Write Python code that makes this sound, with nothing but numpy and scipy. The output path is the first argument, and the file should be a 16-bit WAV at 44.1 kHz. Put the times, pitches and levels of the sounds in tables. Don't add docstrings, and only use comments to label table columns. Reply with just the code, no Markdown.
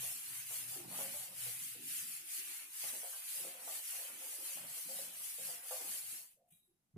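import sys
import numpy as np
from scipy import signal
from scipy.fft import rfft, irfft
from scipy.io import wavfile
from scipy.ndimage import uniform_filter1d

SR = 44100
rng = np.random.default_rng(int(sys.argv[2]) if len(sys.argv) > 2 else 0)


def put_to_file(sound):
    columns = np.atleast_2d(sound).T
    safe = np.clip(columns, -1, 1)
    whole_steps = np.round(safe * 32767)
    wavfile.write(sys.argv[1], SR, whole_steps.astype(np.int16))


N = 307377
TIME = np.arange(N) / SR
HZ = np.fft.rfftfreq(N, 1 / SR)

# (frequency [Hz], relative level [dB], decay time t60 [s])
BOARD_MODES = [(355, -10, 0.11), (544.6, 20.5, 0.08), (590, 12.5, 0.081), (653, 15, 0.08), (701, 18, 0.055),
               (767, 12, 0.067), (821, 6.5, 0.14), (920, 6, 0.021), (1072, -5.5, 0.12), (1170, 0, 0.064),
               (1410, -7.5, .07), (1610, -16.5, 0.098)]
# (frequency [Hz], relative level [dB])
PANEL_RADIATION = [(60, -24), (250, -41), (450, -6.5), (1500, 1), (3000, -12), (8000, -34)]


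def amp(db):
    return 10 ** (np.asarray(db) / 20)


def unit(x):
    return x / np.sqrt(np.mean(np.atleast_2d(x).mean(0) ** 2) + 1e-30)


def read(points, hz):
    f, value = np.transpose(points)
    return np.interp(np.log(hz + 1), np.log(f + 1), value)


def level(s, db):
    return amp(np.interp(TIME, s, db) - 200 * np.maximum(TIME - s[-1], 0))


def swell(start, rise_s, hold_s, fall_db_per_s):
    t = TIME - start
    return np.clip(t / rise_s, 0, 1) * amp(-fall_db_per_s * np.maximum(t - hold_s, 0))


def add(mix, s, sound):
    part = mix[..., max(round(s * SR), 0):][..., :sound.shape[-1]]
    part += sound[..., :part.shape[-1]]


def colour(x, spectrum):
    return unit(irfft(rfft(x) * amp(read(spectrum, HZ)), N))


def diffuse(pair):
    # (frequency [Hz], left-right likeness [0-1])
    pair_likeness = [(60, .93), (130, .85), (290, .62), (640, .42), (1300, 0), (16000, 0)]
    size = pair.shape[-1]
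    a, b = rfft(pair)
    same = read(pair_likeness, np.fft.rfftfreq(size, 1 / SR))
    mid = a * np.sqrt((1 + same) / 2)
    side = b * np.sqrt((1 - same) / 2)
    return irfft(np.array([mid + side, mid - side]), size)


def noise(spectrum):
    return colour(diffuse(rng.standard_normal((2, N))), spectrum)


def waver(rate_hz, depth_db, slowest_hz=0):
    band = (HZ >= slowest_hz) / (1 + (HZ / rate_hz) ** 4)
    wander = unit(irfft(rfft(rng.standard_normal(N)) * band, N))
    return unit(amp(depth_db * wander))


def slips(per_s, spread_db):
    size = amp(spread_db * np.minimum(rng.exponential(1, N), 4))
    happens = rng.random(N) < per_s / SR
    return unit(size * rng.choice([-1., 1.], N) * happens)


def resonate(x, hz, width_hz):
    turn = np.exp(2j * np.pi * np.cumsum(hz * np.ones(x.shape[-1])) / SR)
    r = np.exp(-np.pi * width_hz / SR)
    return 2 * (turn * signal.lfilter([1 - r], [1, -r], x / turn)).real


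def patchy(x, depth_db, width_hz, length_s):
    hz, t, z = signal.stft(x, SR, nperseg=1024, noverlap=768)
    across, along = np.fft.fftfreq(len(hz), hz[1])[:, None], np.fft.rfftfreq(len(t), t[1])
    blur = np.exp(-(across * width_hz) ** 2 - (along * length_s) ** 2)
    field = np.fft.irfft2(np.fft.rfft2(rng.standard_normal(z.shape[1:])) * blur, z.shape[1:])
    depth = read(depth_db, hz)[:, None] if np.ndim(depth_db) else depth_db
    gain = amp(depth * np.minimum(field / field.std(), 1))
    gain /= np.sqrt(np.mean(gain ** 2, 1, keepdims=True))
    return signal.istft(z * gain, SR, nperseg=1024, noverlap=768)[1][:, :N]


def room_tail():
    # (frequency [Hz], decay time t60 [s])
    room_decay = [(150, 0.094), (700, 0.3), (3000, 0.18), (10000, 0.12), (16000, 0.74)]
    size = SR // 3
    echoes = rng.standard_normal((2, size)) * (rng.random((2, size)) < 3000 / SR)
    hz, t, z = signal.stft(diffuse(echoes), SR, nperseg=256)
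    t60 = read(room_decay, hz)[:, None]
    tail = signal.istft(z * amp(-60 * t / t60) / np.sqrt(t60), SR, nperseg=256)[1]
    tail[:, :SR // 300] = 0
    return tail / np.linalg.norm(tail[0])


def in_room(x, wet_db):
    wet = signal.fftconvolve(np.atleast_2d(x), room_tail(), axes=1)[:, :x.shape[-1]]
    return (x + amp(wet_db) * wet) / np.hypot(1, amp(wet_db))


def room_wash(x, fade_s):
    keep = np.exp(-1 / (fade_s * SR))
    power = signal.lfilter([1 - keep], [1, -keep], (x ** 2).mean(0))
    return np.sqrt(power) * diffuse(rng.standard_normal((2, N)))


def still_air():
    # (frequency [Hz], relative level [dB])
    air_colour = [(25, -5), (70, -7), (190, -0.5), (500, -17), (750, -13.5), (1100, -18.5), (4500, -22.5),
                  (11000, -17), (15000, -23.5)]
    return amp(-88) * noise(air_colour)


def soft_bumps():
    # (time [s], level before the room [dB], length [s], frequency [Hz])
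    bump_list = [(2.844, -76, 0.067, 130), (3.366, -74, 0.13, 160), (4.59, -73, 0.15, 122),
                 (5.377, -73.5, 0.15, 146), (6.023, -78.5, 0.12, 127), (6.359, -80, 0.086, 553),
                 (6.378, -82.5, 0.15, 697), (6.514, -76.5, 0.05, 144), (6.666, -87, 0.12, 358),
                 (6.937, -63, 0.034, 123.4), (6.96, -49, 0.015, 206.5)]
    out = np.zeros(N)
    for s, db, length, hz in bump_list:
        push = rng.standard_normal(SR // 2)
        ring = resonate(resonate(push, hz, width_hz=63), hz, width_hz=63)
        size = int(length * SR)
        burst = ring[-size:] * signal.windows.tukey(size, .35)
        add(out, s, amp(db) * unit(burst))
    return in_room(out, wet_db=-5.5)


def drone():
    # (time [s], noise level [dB], hum level [dB])
    drone_levels = [(0.0, -61.5, -79), (0.22, -83, -79), (0.32, -73, -72), (0.7, -72.5, -75),
                    (0.88, -66.5, -85), (1.25, -76.5, -82), (1.5, -72.5, -66), (1.75, -77, -74.5),
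                    (2.03, -73.5, -93), (2.25, -85, -92), (2.55, -102, -105)]
    # (frequency [Hz], relative level [dB])
    drone_band = [(25, -23), (50, -20), (80, -23.5), (100, -5), (122, -3), (150, -1.5), (200, -20),
                  (500, -35)]
    s, noise_db, hum_db = np.transpose(drone_levels)
    hum_hz = 122 * waver(rate_hz=4.2, depth_db=0.15)
    phase = 2 * np.pi * np.cumsum(hum_hz) / SR
    hum = unit(np.sin(phase)) * waver(rate_hz=6, depth_db=-5.5)
    return level(s, hum_db) * hum + level(s, noise_db) * noise(drone_band)


def sleeve():
    # (start [s], length [s], level [dB])
    brush_list = [(6.47, 0.028, -81), (6.501, 0.015, -69), (6.545, 0.015, -82.5)]
    # (frequency [Hz], relative level [dB])
    cloth_colour = [(1000, -21), (2000, -11), (3000, -3), (3700, -11), (4300, -39), (6000, -12), (8000, 1),
                    (11000, 7), (15000, -1.5)]
    brush = sum(amp(db) * swell(s, rise_s=0.015, hold_s=hold, fall_db_per_s=169.5)
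                for s, hold, db in brush_list)
    grit = in_room(slips(per_s=5400, spread_db=-1.0), wet_db=7.0)
    return brush * colour(grit, cloth_colour) * waver(rate_hz=80, depth_db=2.5)


def bangle():
    # (frequency [Hz], relative width, level [dB], time that it rings while sliding [s])
    bangle_modes = [(2390, 42, -86, 0.023), (3320, 70, -89, 0.023), (3840, 32, -87, 0.14),
                    (7720, 70, -93, 0.15), (8800, 120, -83, 0.04), (11020, 420, -86, 0.19),
                    (12790, 60, -92, 0.16)]
    out = np.zeros((2, N))
    for hz, width, db, hold in bangle_modes:
        width_hz = 1.5 * width
        ring = unit(resonate(resonate(rng.standard_normal((2, N)), hz, width_hz), hz, width_hz))
        out += amp(db) * ring * swell(6.505, rise_s=0.027, hold_s=hold, fall_db_per_s=179)
    return out


def rumble(dragging):
    # (start [s], length [s], relative level [dB], panel resonance at that spot [Hz])
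    shudder_list = [(0.08, 0.082, -69.5, 180), (0.285, 0.044, -70.5, 290), (0.58, 0.099, -65.5, 187),
                    (0.75, 0.071, -51.5, 370), (0.846, 0.11, -57.5, 180), (0.976, 0.14, -60, 190),
                    (1.29, .04, -67, 162), (1.59, .09, -67, 170), (1.745, 0.096, -62, 268),
                    (2.027, 0.073, -67, 171), (2.197, 0.051, -71, 286), (2.367, 0.049, -68, 340),
                    (2.463, 0.06, -67, 310), (2.607, 0.06, -71.5, 325), (2.83, 0.15, -65, 247),
                    (3.398, 0.098, -60.5, 365), (3.565, 0.06, -79, 200), (3.633, 0.075, -71.5, 276),
                    (4.084, 0.094, -66, 255), (4.24, 0.063, -69, 327), (4.376, 0.046, -61, 387),
                    (4.548, 0.11, -63.5, 188), (4.847, 0.12, -64, 195), (5, 0.11, -68.5, 197),
                    (5.374, 0.22, -71.5, 178), (5.805, 0.055, -60.5, 360), (5.886, 0.033, -69, 206),
                    (6.115, 0.039, -68, 225)]
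    # (frequency [Hz], relative level [dB])
    rumble_colour = [(30, -45.5), (70, -36), (105, -10), (150, 7), (200, 4.5), (270, 3.5), (400, 5.5),
                     (520, -11), (800, -25.5), (1500, -59)]
    s, length, _, hz = np.transpose(shudder_list)
    grabbing = sum(amp(db) * swell(start, rise_s=0.013, hold_s=hold, fall_db_per_s=241.5)
                   for start, hold, db, _ in shudder_list)
    judder = slips(per_s=560, spread_db=-3.5)
    judder = judder + amp(9.5) * room_wash(judder[None], fade_s=0.018)
    spot_hz = np.interp(TIME, s + length / 2, hz)
    panel = resonate(resonate(judder, spot_hz, width_hz=200), spot_hz, width_hz=246)
    panel_hz = 328
    panel += amp(-15) * resonate(resonate(judder, panel_hz, width_hz=40), panel_hz, width_hz=40)
    steady = amp(-5.5) * dragging * waver(rate_hz=11, depth_db=4.5)
    return np.hypot(steady, amp(-6.0) * grabbing) * colour(panel, rumble_colour)


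def board_ring(hardness_db, detune, uneven_db, tuning=1):
    t = np.arange(SR // 3) / SR
    ring = np.zeros(len(t))
    chances = rng.standard_normal((len(BOARD_MODES), 2))
    for (hz, db, t60), (shift, weight) in zip(BOARD_MODES, chances):
        octaves = np.log2(hz / BOARD_MODES[2][0])
        start_db = db + hardness_db * octaves + uneven_db * weight
        mode_hz = hz * (tuning + detune * shift)
        ring += amp(start_db - 60 * t / t60) * np.sin(2 * np.pi * mode_hz * t)
    ring *= np.minimum(t / 0.0015, 1)
    return ring / np.sqrt(np.mean(ring[:SR // 40] ** 2))


def chatter(speed, count=8):
    # (start [s], length [s], relative level [dB])
    skid_list = [(-0.02, 0.14, -70), (0.508, 0.19, -74.5), (0.703, 0.38, -64), (1.14, 0.2, -70.5),
                 (1.355, .18, -73), (2.596, 0.018, -70.5), (2.835, 0.37, -72), (3.34, 0.45, -67),
                 (3.91, 0.32, -67), (4.222, 0.44, -66), (4.683, 0.1, -66.5), (4.886, 0.13, -68),
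                 (5.046, 0.21, -70.5), (5.425, 0.28, -67.5), (5.73, 0.14, -60.5), (5.866, 0.09, -67),
                 (5.982, 0.25, -75.5)]
    # (frequency [Hz], relative level [dB])
    scuff_colour = [(200, -51), (420, -10), (520, -2.5), (800, -1.5), (1000, -5.5), (1300, -6),
                    (1800, -14.5), (3500, -37)]
    skidding = sum(amp(db) * swell(start, rise_s=0.023, hold_s=hold, fall_db_per_s=245)
                   for start, hold, db in skid_list)
    ringing, skips = np.zeros(N), slips(per_s=700, spread_db=2.0)
    spot_s = 0.22
    touched = (TIME / spot_s + rng.random(N)).astype(int) % count
    for spot in range(count):
        ring = board_ring(hardness_db=-2.5, detune=0.014, uneven_db=4.0)
        ringing += signal.oaconvolve(skips * (touched == spot), ring)[:N]
    rattle = amp(-6.0) * colour(in_room(ringing, wet_db=0), PANEL_RADIATION)
    scuff = amp(-3) * noise(scuff_colour) * waver(rate_hz=32, depth_db=2.5)
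    block = patchy(rattle + scuff, depth_db=5, width_hz=110, length_s=0.086)
    return np.hypot(amp(-51) * speed, skidding) * block


def knocks():
    # (time [s], relative level [dB], hardness as tilt of the modes [dB per octave],
    #  main mode at that spot [Hz])
    knock_list = [(0.029, -57, 5, 507), (0.508, -56, 18.5, 505), (0.912, -53, 6, 590),
                  (0.928, -52, 10.5, 564), (0.989, -44, 13.5, 548), (1.14, -53.5, 10.5, 593),
                  (1.205, -63, 9, 574), (1.464, -55, 0, 521), (1.75, -60, -12, 483), (2.837, -53, 10, 537),
                  (2.937, -52.5, -9.5, 528), (3.032, -50, 8, 549), (3.128, -59, 25.5, 529),
                  (3.449, -46.5, -38, 532), (3.543, -56.5, -26, 528), (3.619, -57.5, 6, 552),
                  (3.676, -47, 12, 544), (3.99, -57, -34, 543), (4.083, -60.5, 21, 549),
                  (4.572, -57.5, 1, 580), (4.635, -59, -12, 550), (4.888, -55, -23, 530),
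                  (4.933, -57, -6, 552), (4.989, -49, -24, 543), (5.384, -52.5, -22, 525),
                  (5.488, -51.5, -2, 527), (5.71, -43.5, 12.5, 534)]
    out = np.zeros((2, N))
    chances = rng.uniform(.7, 1.3, (len(knock_list), 3))
    for (s, db, hardness_db, hz), chance in zip(knock_list, chances):
        blow = np.zeros(SR // 3)
        tuning = hz / BOARD_MODES[1][0]
        for rock, spread in enumerate(chance):
            ring = board_ring(hardness_db, detune=0.0086, uneven_db=3.0, tuning=tuning)
            add(blow, 0.009 * rock * spread, amp(db - 8.0 * rock) * ring)
        add(out, s, in_room(blow, wet_db=3.5))
    return amp(-1.0) * irfft(rfft(out) * amp(read(PANEL_RADIATION, HZ)), N)


def strokes():
    # (start [s], place of top speed within the stroke [0-1], hiss at the turn [relative dB],
    #  hiss at top speed [relative dB], rasp at the turn [relative dB],
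    #  rasp at top speed [relative dB], rumble [relative dB])
    stroke_list = [(-0.096, 0.15, -35.5, -42.5, -66, -58.5, -79), (0.21, 0.8, -49, -46.5, -63.5, -60, -76),
                   (0.446, 0.53, -50.5, -43, -64.5, -60, -93), (0.659, 0.3, -48.5, -45.5, -63.5, -65, -83),
                   (0.856, 0.67, -56.5, -43, -70.5, -57.5, -73), (1.114, 0.29, -47.5, -45, -61, -63.5, -70),
                   (1.315, 0.56, -55, -43, -69, -59.5, -72), (1.585, 0.26, -48, -46, -61, -61.5, -74),
                   (1.794, 0.63, -56, -42.5, -68, -58.5, -67.5),
                   (2.06, 0.15, -47.5, -45.5, -64.5, -60.5, -75),
                   (2.237, 0.8, -55.5, -43, -65.5, -59.5, -85), (2.424, 0.27, -48, -47, -60.5, -60.5, -80),
                   (2.69, 0.84, -56.5, -42, -67.5, -58, -86), (2.929, 0.9, -45.5, -47.5, -61, -65, -89),
                   (3.217, 0.36, -50.5, -43.5, -64, -62, -82), (3.58, 0.76, -55.5, -44.5, -65, -61, -76),
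                   (3.819, 0.24, -49.5, -44.5, -65.5, -61.5, -92),
                   (4.166, 0.8, -52.5, -46.5, -63.5, -64, -82),
                   (4.374, 0.38, -49.5, -44.5, -66.5, -62, -76), (4.654, 0.6, -52.5, -46, -65, -64, -77),
                   (4.87, 0.38, -48, -45, -65.5, -62.5, -82), (5.119, 0.64, -53.5, -45.5, -65.5, -64, -77),
                   (5.359, 0.46, -48.5, -44, -67, -61, -76), (5.613, 0.65, -55.5, -44.5, -66, -62.5, -84),
                   (5.821, 0.47, -47, -43, -62, -61, -84), (6.041, 0.47, -49.5, -47, -68, -64.5, -81)]
    lift_s, lift_db_per_s = 6.188, 137
    clear_s, clear_db_per_s = 6.33, 133
    arch_power = 1.36
    rasp_lag_s = 0.01
    rumble_follows = 0.31
    regrip_s = 0.026
    start, fastest, turn_db, top_db, rasp_turn_db, rasp_top_db, rumble_db = np.transpose(stroke_list)
    top_s = start + np.clip(fastest, .05, .95) * np.diff(start, append=lift_s)
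    marks = np.append(np.column_stack([start, top_s]), lift_s)
    travel = np.interp(TIME, marks, np.arange(len(marks)) / 2)
    now = np.minimum(travel.astype(int), len(start) - 1)
    slowing = 1 - abs(np.sin(np.pi * travel)) ** arch_power
    slowing_db = slowing * (np.interp(TIME, start, turn_db) - top_db[now])
    rasp_slowing_db = slowing * (np.interp(TIME, start, rasp_turn_db) - rasp_top_db[now])
    rasp_db = np.interp(TIME - rasp_lag_s, TIME, rasp_top_db[now] + rasp_slowing_db)
    drag_db = uniform_filter1d(rumble_db[now] + rumble_follows * slowing_db, int(regrip_s * SR))
    lifting_db = lift_db_per_s * np.maximum(TIME - lift_s, 0)
    clearing_db = clear_db_per_s * np.maximum(TIME - clear_s, 0)
    contact = amp(-lifting_db - clearing_db)
    return contact * amp([top_db[now] + slowing_db, rasp_db, drag_db])


def fibres(per_s, spread_db, grip_db, wash_db):
    grip = waver(rate_hz=550, depth_db=grip_db, slowest_hz=86.0)
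    scatter = diffuse(np.array([slips(per_s, spread_db) for port in range(2)])) * grip
    return scatter + amp(wash_db) * room_wash(scatter, fade_s=0.013)


def felt(speed, pressure):
    # (frequency [Hz], relative level [dB])
    hiss_colour = [(1500, -56.5), (2800, -11), (3600, -12), (4400, -7), (5200, -9), (6300, -6.5),
                   (7500, -4.5), (8800, -1), (10900, 1), (12000, -1.5), (13500, -5), (15400, -8)]
    rasp_colour = [(300, -34), (700, -10), (1100, -6), (1450, -3), (2000, 2), (2650, 3.5), (3100, 1.5),
                   (3600, -4), (5000, -18.5), (9000, -27)]
    # (frequency [Hz], depth [dB])
    hiss_patches = [(2000, -1.5), (4000, 17.5), (6500, 12.5), (8500, 5.7), (12000, 3.5), (15000, 0.5)]
    rasp_patches = [(800, 2.6), (2000, 4.2), (3500, 8.1)]
    # (time [s], depth of the dip [0-1], its centre [Hz])
    hollow_dips = [(0.15, 0, 563), (0.25, .7, 540), (0.47, 0.4, 540), (0.55, 0, 560), (1.5, 0.2, 700),
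                   (1.65, 0.7, 780), (1.8, 1, 1200), (1.91, 0.8, 1130), (2.02, 0.5, 900),
                   (2.25, 0.85, 1090), (2.36, 1, 1010), (2.55, 0, 700), (2.68, 1, 640), (2.79, 0.8, 653),
                   (2.84, 0, 600)]
    bright = colour(fibres(per_s=14000, spread_db=0.5, grip_db=3.5, wash_db=6), hiss_colour)
    hiss = speed * patchy(bright, hiss_patches, width_hz=40, length_s=0.057)
    coarse = colour(fibres(per_s=9000, spread_db=2.2, grip_db=2.5, wash_db=-1.5), rasp_colour)
    rasp = amp(2.0) * pressure * patchy(coarse, rasp_patches, width_hz=76, length_s=0.073)
    s, depth, hz = np.transpose(hollow_dips)
    dip = np.interp(TIME, s, depth) * resonate(rasp, np.interp(TIME, s, hz), width_hz=420)
    return hiss + rasp - dip


def scene():
    speed, pressure, dragging = strokes()
    background = still_air() + soft_bumps() + drone()
    arm = sleeve() + bangle()
    board = rumble(dragging) + chatter(speed) + knocks()
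    return background + arm + board + felt(speed, pressure)


def record(dry):
    # (frequency [Hz], left minus right [dB])
    port_lean = [(60, 6), (200, -4), (700, -1), (1300, 1), (2400, -2), (4400, 0.1), (7400, -0.6),
                 (9000, -3), (10200, 0), (11700, 5), (15000, 5)]
    lean_db = read(port_lean, HZ) / 2
    ports = amp(np.array([lean_db, -lean_db]))
    coloured = irfft(rfft(dry) * ports / np.sqrt(np.mean(ports ** 2, 0)), N)
    low_pass = signal.firwin(1023, 15520, window=("kaiser", 9), fs=SR)
    return signal.oaconvolve(coloured, low_pass[None], "same", axes=1)


dry = scene()
out = record(dry)
put_to_file(out)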